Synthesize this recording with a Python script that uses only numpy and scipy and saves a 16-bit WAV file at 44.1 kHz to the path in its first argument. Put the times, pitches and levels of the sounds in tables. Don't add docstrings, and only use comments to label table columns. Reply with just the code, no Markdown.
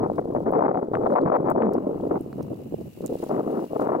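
import sys
import numpy as np
from scipy import signal
from scipy.fft import rfft, irfft, next_fast_len
from scipy.io import wavfile
from scipy.ndimage import uniform_filter1d, minimum_filter1d, map_coordinates

SR = 44100
rng = np.random.default_rng(int(sys.argv[2]) if len(sys.argv) > 2 else 0)


def to_wav(s):
    ch = np.atleast_2d(s).T
    pcm = np.round(np.clip(ch, -1, 1) * 32767)
    wavfile.write(sys.argv[1], SR, pcm.astype(np.int16))


N = 176400


def amp(db):
    return 10 ** (np.asarray(db) / 20)


def unit(x):
    return x / np.sqrt(np.mean(x ** 2) + 1e-20)


def along(points, hz):
    f, v = np.transpose(points)
    return np.interp(np.log(hz + 1), np.log(f + 1), v)


def curve(rows):
    return np.interp(np.arange(N) / SR, *np.transpose(rows))


def wobble(hz):
    return map_coordinates(rng.standard_normal(4096), [np.arange(N) * hz / SR], mode="mirror")


def filtered(x, response):
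    m = next_fast_len(N + SR // 2)
    return irfft(rfft(x, m) * response(np.fft.rfftfreq(m, 1 / SR)), m)[..., :N]


def coloured(spectrum, drive=1):
    return unit(filtered(drive * rng.standard_normal(N), lambda hz: amp(along(spectrum, hz))))


def pan(db):
    gains = amp(np.array([db, -db]) / 2)
    return gains / np.sqrt(np.mean(gains ** 2, axis=0))


# time in seconds, level in dB.
SIZZLE_LEVEL = [(0, -69), (.15, -61), (.32, -64.5), (.5, -65), (.65, -72), (.9, -67), (1.1, -65),
                (1.3, -69.5), (1.5, -68), (1.65, -70.5), (2.0, -65), (2.9, -62), (3.27, -53.5), (3.42, -62),
                (3.6, -56.5), (3.78, -56.5), (3.9, -66.5), (4, -65)]
# frequency in Hz, relative level in dB.
SIZZLE_SPECTRUM = [(300, 4), (2000, -1), (4000, 1.5), (5500, -0.5), (8000, -1), (11000, -0.5), (14000, -3),
                   (16000, 3.5)]

def sizzle():
    grains = [coloured(SIZZLE_SPECTRUM, drive=amp(3.5 * wobble(hz=294.6))) for _ in range(2)]
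    level = amp(curve(SIZZLE_LEVEL) + .9 * wobble(hz=17))
    return level * pan(db=-1.5)[:, None] * grains


# time in seconds, level in dB.
MOTOR_LEVEL = [(1.66, -100), (1.72, -69.5), (1.95, -67.5), (2.5, -63.5), (3.1, -60), (3.8, -62), (3.9, -63),
               (4, -71)]
# frequency in Hz, relative level in dB.
MOTOR_LEFT = [(300, 3), (1700, 5), (2300, 8.5), (2850, 20.5), (3300, -1), (3900, -7), (6000, -8), (7400, 7),
              (8800, -8), (10200, 5.5), (11200, -4.5), (12500, 14), (13500, 0.5), (14400, 10),
              (16000, -7.5)]
MOTOR_RIGHT = [(300, 0.5), (2400, 4), (3200, -16.5), (3800, 1.5), (6000, -4.5), (8000, -3.5), (9600, -2.5),
               (10500, -6.5), (11500, 2), (13000, 1), (16000, 5)]

def zoom_motor():
    return amp(curve(MOTOR_LEVEL)) * np.array([coloured(MOTOR_LEFT), coloured(MOTOR_RIGHT)])


# frequency in Hz, gain in dB.
CRACKLE_SPECTRUM = [(1000, -4), (2500, 3.5), (4000, -5), (7000, -10.5), (10000, -7), (16000, 1.5)]

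def crust_crackle(per_second=280, spread_db=5, t60_s=0.00033):
    cracking = rng.random(N) < per_second / SR
    size = np.minimum(rng.exponential(size=N), 3)
    level = amp(curve(SIZZLE_LEVEL) + 5 + spread_db * size)
    impulses = cracking * level * pan(db=rng.normal(0, 6.6, N))
    t = np.arange(2048) / SR
    grain = rng.standard_normal(len(t)) * amp(-60 * t / t60_s)
    crackle = signal.fftconvolve(impulses, grain[None], axes=1)[:, :N]
    return filtered(crackle, lambda hz: amp(along(CRACKLE_SPECTRUM, hz)))


# start in seconds, peak in dB, pitch in Hz, left minus right in dB.
CRUST_SNAPS = [(.516, -49, 13100, -4.5), (0.567, -57.5, 2920, 10.5), (0.585, -56.5, 3500, 5),
               (.94, -49, 3670, -4.5), (.953, -53, 3330, 7), (1.069, -42.5, 3400, -6.5),
               (1.133, -46.5, 4000, -3), (1.215, -48, 4100, -1.5), (1.325, -46, 3400, 4),
               (1.363, -34.5, 13700, -16.5), (1.502, -31, 13540, -16), (1.501, -34, 7260, -11.5),
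               (1.518, -39.5, 8960, -5.5), (1.659, -51, 3700, 6.5), (1.735, -40.5, 4980, 8),
               (1.735, -41.5, 11040, 17.5), (2.01, -50.5, 3270, 3), (2.21, -40.5, 10800, 2),
               (2.329, -49, 4300, 1), (2.428, -43, 5300, -1.5), (2.543, -49.5, 3400, 2),
               (2.81, -50.5, 5500, -1.5), (3.019, -43.5, 4470, 1), (3.062, -23.5, 6830, -15),
               (3.07, -33.5, 6260, -12.5), (3.078, -43, 3700, 1), (3.24, -39, 7550, 1),
               (3.289, -41, 5000, -10.5)]

def crust_snaps(snap_t60_s=0.0048, crumb_t60_s=.035, ring_db=15, ring_q=5.9):
    out, t = np.zeros((2, N + SR)), np.arange(2048) / SR
    f = np.fft.rfftfreq(len(t), 1 / SR)
    for start, db, hz, side_db in CRUST_SNAPS:
        damping = 1j * f * hz / ring_q
        ring = damping / (hz ** 2 - f ** 2 + damping)
        band = (1j * f / (hz / 2 + 1j * f)) ** 4 / (1 + 1j * f / (2 * hz))
        ragged_db = 5.5 * signal.resample(rng.standard_normal(48), len(t))
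        crumbs = amp(-23.5 - 60 * t / crumb_t60_s + ragged_db)
        burst = rng.standard_normal(len(t)) * (amp(-60 * t / snap_t60_s) + crumbs)
        snap = irfft(rfft(burst) * band * (1 + amp(ring_db) * ring))
        snap = amp(db) * snap / np.abs(snap).max()
        out[:, round(start * SR):][:, :len(t)] += np.outer(pan(side_db), snap)
    return out[:, :N]


# frequency in Hz, lag of the left in radians.
LEFT_LAG = [(20, .05), (100, .3), (300, .82), (600, 1.42), (1000, 1.7), (2500, 1.75), (5000, 0)]
# frequency in Hz, left minus right in dB.
LEFT_EXCESS = [(100, 0), (400, 1), (650, 4.5), (950, 12), (1300, 9.5), (1750, 3), (2600, 12.5), (4000, 5)]

def ports(x, side=1):
    def response(hz):
        phase = .5 * side * np.outer([-1, 1], along(LEFT_LAG, hz))
        return pan(side * along(LEFT_EXCESS, hz)) * np.exp(1j * phase)
    return filtered(x, response)


# middle in seconds, half-length in seconds,
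# level in dB, pitch at the middle in Hz, glide in Hz per second.
PORT_HOOTS = [(.575, 0.024, -18.5, 443, 298), (.77, 0.045, -27.5, 730, 3), (1.047, 0.02, -20.5, 462, 1500),
              (1.126, 0.03, -19.5, 563, 598), (1.24, 0.1, -28, 376.5, -1500),
              (1.34, 0.055, -23, 566, -1600), (1.66, .06, -23, 209, -500)]

def hoots(drift=.04):
    t, out = np.arange(N) / SR, np.zeros(N)
    for middle, half_length, db, hz, glide in PORT_HOOTS:
        swell = np.cos(np.pi / 2 * np.clip((t - middle) / half_length, -1, 1)) ** 2
        pitch = (hz + glide * (t - middle)) * (1 + drift * wobble(hz=153.3))
        out += amp(db) * swell * np.sqrt(2) * np.sin(2 * np.pi * np.cumsum(pitch) / SR)
    return ports(out)


# time in seconds, level in dB, pitch in Hz,
# side (positive is left, negative is right).
EDDY_SLAPS = [(0.036, -8, 446, 1), (.1, -5.5, 610, 1), (.118, -10.5, 487, 0.85), (.188, -11, 537, 0.64),
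              (.194, -14.5, 926, 1), (.215, -17, 492, 0.71), (.256, -12, 482, 0.98),
              (0.303, -11, 424, 0.85), (.35, -5.5, 599, 0.99), (.367, -8.5, 610, 0.95),
              (.384, -11, 480, 0.78), (.405, -12, 520, 0.9), (0.506, -8, 558, 0.94), (0.525, -4.5, 592, 1),
              (.682, -8.5, 908, 1), (.756, -0.5, 685, 0.7), (.831, -13.5, 712, 0.73), (.885, -13, 406, 1),
              (0.916, -11.5, 436, 0.87), (.953, -11.5, 1350, .8), (0.997, -13, 400, 0.98),
              (1.044, -5.5, 460, -.4), (1.074, 1, 617, -0.85), (1.226, -13.5, 377, 0.7),
              (1.259, -14, 151, 0.96), (1.32, -1.5, 600, 1), (1.454, -12, 589, 0.83), (1.517, -7, 468, 1),
              (1.553, -8.5, 521, 0.9), (1.623, -16, 1430, 0.89), (1.847, -16.5, 530, 0.82),
              (1.931, -17.5, 432, 0.89), (1.959, -14, 320, -.8), (2.008, -14, 380, 0.45),
              (2.11, -6.5, 463, 0.47), (2.208, -14, 331, -0.82), (2.262, -17.5, 390, 0.78),
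              (2.329, -29.5, 1220, .11), (2.403, -18.5, 450, -.3), (2.724, -16, 356, -1.2),
              (2.743, -10, 389, -1.1), (3.007, -16.5, 442, 1), (3.126, -13, 420, 0.89),
              (3.155, -11.5, 470, 1), (3.202, -18.5, 392, 0.93), (3.228, -16, 484, 1),
              (3.265, -18.5, 470, 0.81), (3.295, -14.5, 653, 0.63), (3.466, -15.5, 378, 0.73),
              (3.733, -12.5, 547, 1), (3.798, -11, 577, 1)]

def slaps(rise_cycles=0.15, ring_cycles=0.82):
    t, out = np.arange(N) / SR, np.zeros((2, N))
    for time, db, hz, side in EDDY_SLAPS:
        cycles = (t - time) * hz
        swell = np.exp(-np.logaddexp(-cycles / rise_cycles, cycles / ring_cycles))
        out += ports(amp(db) * swell * np.sin(2 * np.pi * cycles), side)
    return out


# time in seconds, relative level in dB.
AIRFLOW = [(0, -23), (.12, -35), (.15, -35), (.25, -37), (.3, -29), (.43, -32), (.6, -27), (.85, -31.5),
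           (.9, -38.5), (.97, -27), (1.4, -24.5), (1.54, -29), (1.7, -31), (1.82, -31.5), (2.1, -33),
           (2.24, -42), (2.5, -41), (2.62, -48), (2.85, -50), (2.94, -57.5), (3.02, -46), (3.2, -43.5),
           (3.4, -31.5), (3.64, -29), (3.69, -52.5), (3.73, -32), (3.85, -29), (4, -24)]
# start in seconds, length in seconds,
# relative levels of the body and of the bright part in dB.
PORT_PUFFS = [(0.018, 0.0556, -26, -36), (.181, 0.01602, -20.5, -34), (0.355, 0.02385, -24, -34.5),
              (0.46, 0.03862, -22, -32.5), (0.531, 0.07126, -23, -29.5), (0.606, 0.0659, -24, -27),
              (0.684, 0.01705, -21.5, -29.5), (0.71, 0.011, -24, -28), (0.745, 0.01852, -21.5, -33),
              (0.769, 0.029, -24.5, -36.5), (0.823, 0.0084, -20.5, -38), (0.933, 0.024, -23.5, -27.5),
              (0.964, 0.011, -26.5, -33), (1.014, 0.04117, -23.5, -38.5), (1.059, .016, -24.5, -23.5),
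              (1.101, 0.0498, -25.5, -33.5), (1.154, 0.0371, -23.5, -14), (1.211, 0.0309, -22, -39),
              (1.254, 0.0508, -21, -29.5), (1.318, 0.014, -25.5, -18), (1.339, 0.03, -26, -20.5),
              (1.382, 0.017, -28.5, -38), (1.452, 0.026, -24.5, -32), (1.483, 0.04205, -22.5, -26),
              (1.553, .143, -21, -33), (1.705, 0.02913, -25.5, -42), (1.74, 0.04837, -22.5, -41),
              (1.867, 0.01543, -22, -49), (1.892, .025, -25.5, -53), (2.027, 0.0523, -28, -52),
              (2.105, 0.0316, -21.5, -40), (2.139, 0.0402, -25, -38), (2.38, 0.0362, -29, -50),
              (2.506, 0.03223, -30.5, -63), (2.585, 0.0445, -39, -69), (2.657, 0.0155, -32.5, -72),
              (2.722, 0.02613, -32, -57), (2.783, 0.0446, -35.5, -80), (2.856, 0.0288, -40, -75),
              (2.973, 0.014, -40, -73.5), (3.028, .034, -27, -52.5), (3.094, 0.05014, -28.5, -62),
              (3.226, .019, -29, -40.5), (3.299, 0.0422, -25.5, -33.5), (3.344, 0.068, -24, -39),
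              (3.472, 0.1367, -28.5, -42.5), (3.704, 0.012, -29.5, -54), (3.757, 0.015, -24.5, -37.5),
              (3.794, .083, -26, -35.5), (3.882, 0.054, -29, -33), (3.923, 0.041, -31.5, -30.5)]

def puff_levels(edge_s=0.0067, flow_bright_db=-18.5):
    t, flow_db = np.arange(N) / SR, curve(AIRFLOW)
    power = amp([flow_db, flow_db + flow_bright_db]) ** 2
    for start, length, body_db, bright_db in PORT_PUFFS:
        inside_s = np.minimum(t - start, start + length - t)
        gate = np.sin(np.pi / 2 * np.clip(inside_s / edge_s + .5, 0, 1)) ** 2
        power += np.outer(amp([body_db, bright_db]), gate) ** 2
    return np.sqrt(power)


def shedding(force, veer, pitch_hz=450.7, pitch_at_db=-22, wander_octaves=.26, width_hz=90):
    wander = 2 ** (wander_octaves * wobble(hz=21.9))
    hz = pitch_hz * (force / amp(pitch_at_db)) ** .17 * wander
    phase = 2 * np.pi * np.cumsum(hz) / SR
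    near, far = [force * unit(wobble(width_hz) * np.cos(phase) + wobble(width_hz) * np.sin(phase))
                 for _ in range(2)]
    return amp(-8) * (ports(np.sqrt(1 - veer) * near) + ports(np.sqrt(veer) * far, side=-1.8))


def turbulence(spectrum, veer, flutter, steady_s):
    near = ports(coloured(spectrum, flutter))
    far = ports(coloured(spectrum, flutter), side=-1.06)
    eddies = np.sqrt(1 - veer) * near + np.sqrt(veer) * far
    width = int(steady_s * SR)
    power = uniform_filter1d(np.mean(eddies ** 2, axis=0), width)
    power = uniform_filter1d(power, width // 2)
    return eddies / np.sqrt(np.abs(power) + 1e-9)


# frequency in Hz, relative level in dB.
RUMBLE_SPECTRUM = [(20, -21.5), (40, -36.5), (70, -11.5), (130, -0.5), (220, 1), (400, -18), (900, -48.5),
                   (2000, -90.5)]
THUD_SPECTRUM = [(40, -40), (100, -14.5), (170, -3.5), (250, -1), (340, -1), (500, -17), (1000, -52),
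                 (2000, -96)]
BODY_SPECTRUM = [(30, -47.5), (90, -32.5), (160, -11.5), (280, 0.5), (450, 1), (650, -5.5), (900, -20),
                 (1300, -39.5), (2000, -70.5), (4000, -90)]
EDGE_SPECTRUM = [(150, -56.5), (400, 0.5), (700, 7), (1000, 1), (1300, -5.5), (1600, -18.5), (2100, -26),
                 (3000, -48.5), (4500, -58.5), (9000, -87)]
# time in seconds, relative level in dB.
RUMBLE_LEVEL = [(0.0, -34), (0.21, -43.5), (0.49, -35.5), (0.83, -66), (0.96, -35.5), (1.19, -61),
                (1.26, -32), (1.35, -61), (1.39, -40), (2.33, -44), (2.38, -35.5), (2.61, -44.5),
                (2.88, -40), (2.92, -55.5), (3.02, -42.5), (4.0, -64)]
# time in seconds, share of power from the far side (0 to 1).
FAR_SIDE_SHARE = [(0, .04), (1.6, .04), (2.0, .1), (2.3, .5), (3.1, .45), (3.3, .01), (4, .01)]

def wind(flutter_db=4, spike_db=5.5):
    force, bright = puff_levels()
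    veer = curve(FAR_SIDE_SHARE)
    flutter = amp(flutter_db * wobble(hz=170.84))
    spikes = amp(spike_db * wobble(hz=419.5))
    rumble = amp(2.5 + curve(RUMBLE_LEVEL)) * turbulence(RUMBLE_SPECTRUM, veer, 1, steady_s=0.021)
    thud = amp(-15) * force ** 0.7 * turbulence(THUD_SPECTRUM, veer, flutter, steady_s=0.031)
    body = amp(-1.5) * force * turbulence(BODY_SPECTRUM, veer, flutter, steady_s=0.029)
    edge = amp(7) * bright * turbulence(EDGE_SPECTRUM, veer, flutter * spikes, steady_s=0.021)
    return rumble + thud + body + edge + shedding(force, veer)


def scene():
    return wind() + slaps() + hoots() + sizzle() + crust_snaps() + crust_crackle() + zoom_motor()


def record(dry):
    ceiling_db, hold_s, top_hz = -12.8, .008, 15850
    needed = np.minimum(1, amp(ceiling_db) / (np.abs(dry.mean(axis=0)) + 1e-9))
    hold = int(hold_s * SR)
    gain = minimum_filter1d(needed, hold)
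    for _ in range(2):
        gain = uniform_filter1d(gain, hold // 2)
    return filtered(dry * gain, lambda hz: hz < top_hz)


dry = scene()
out = record(dry)
to_wav(out)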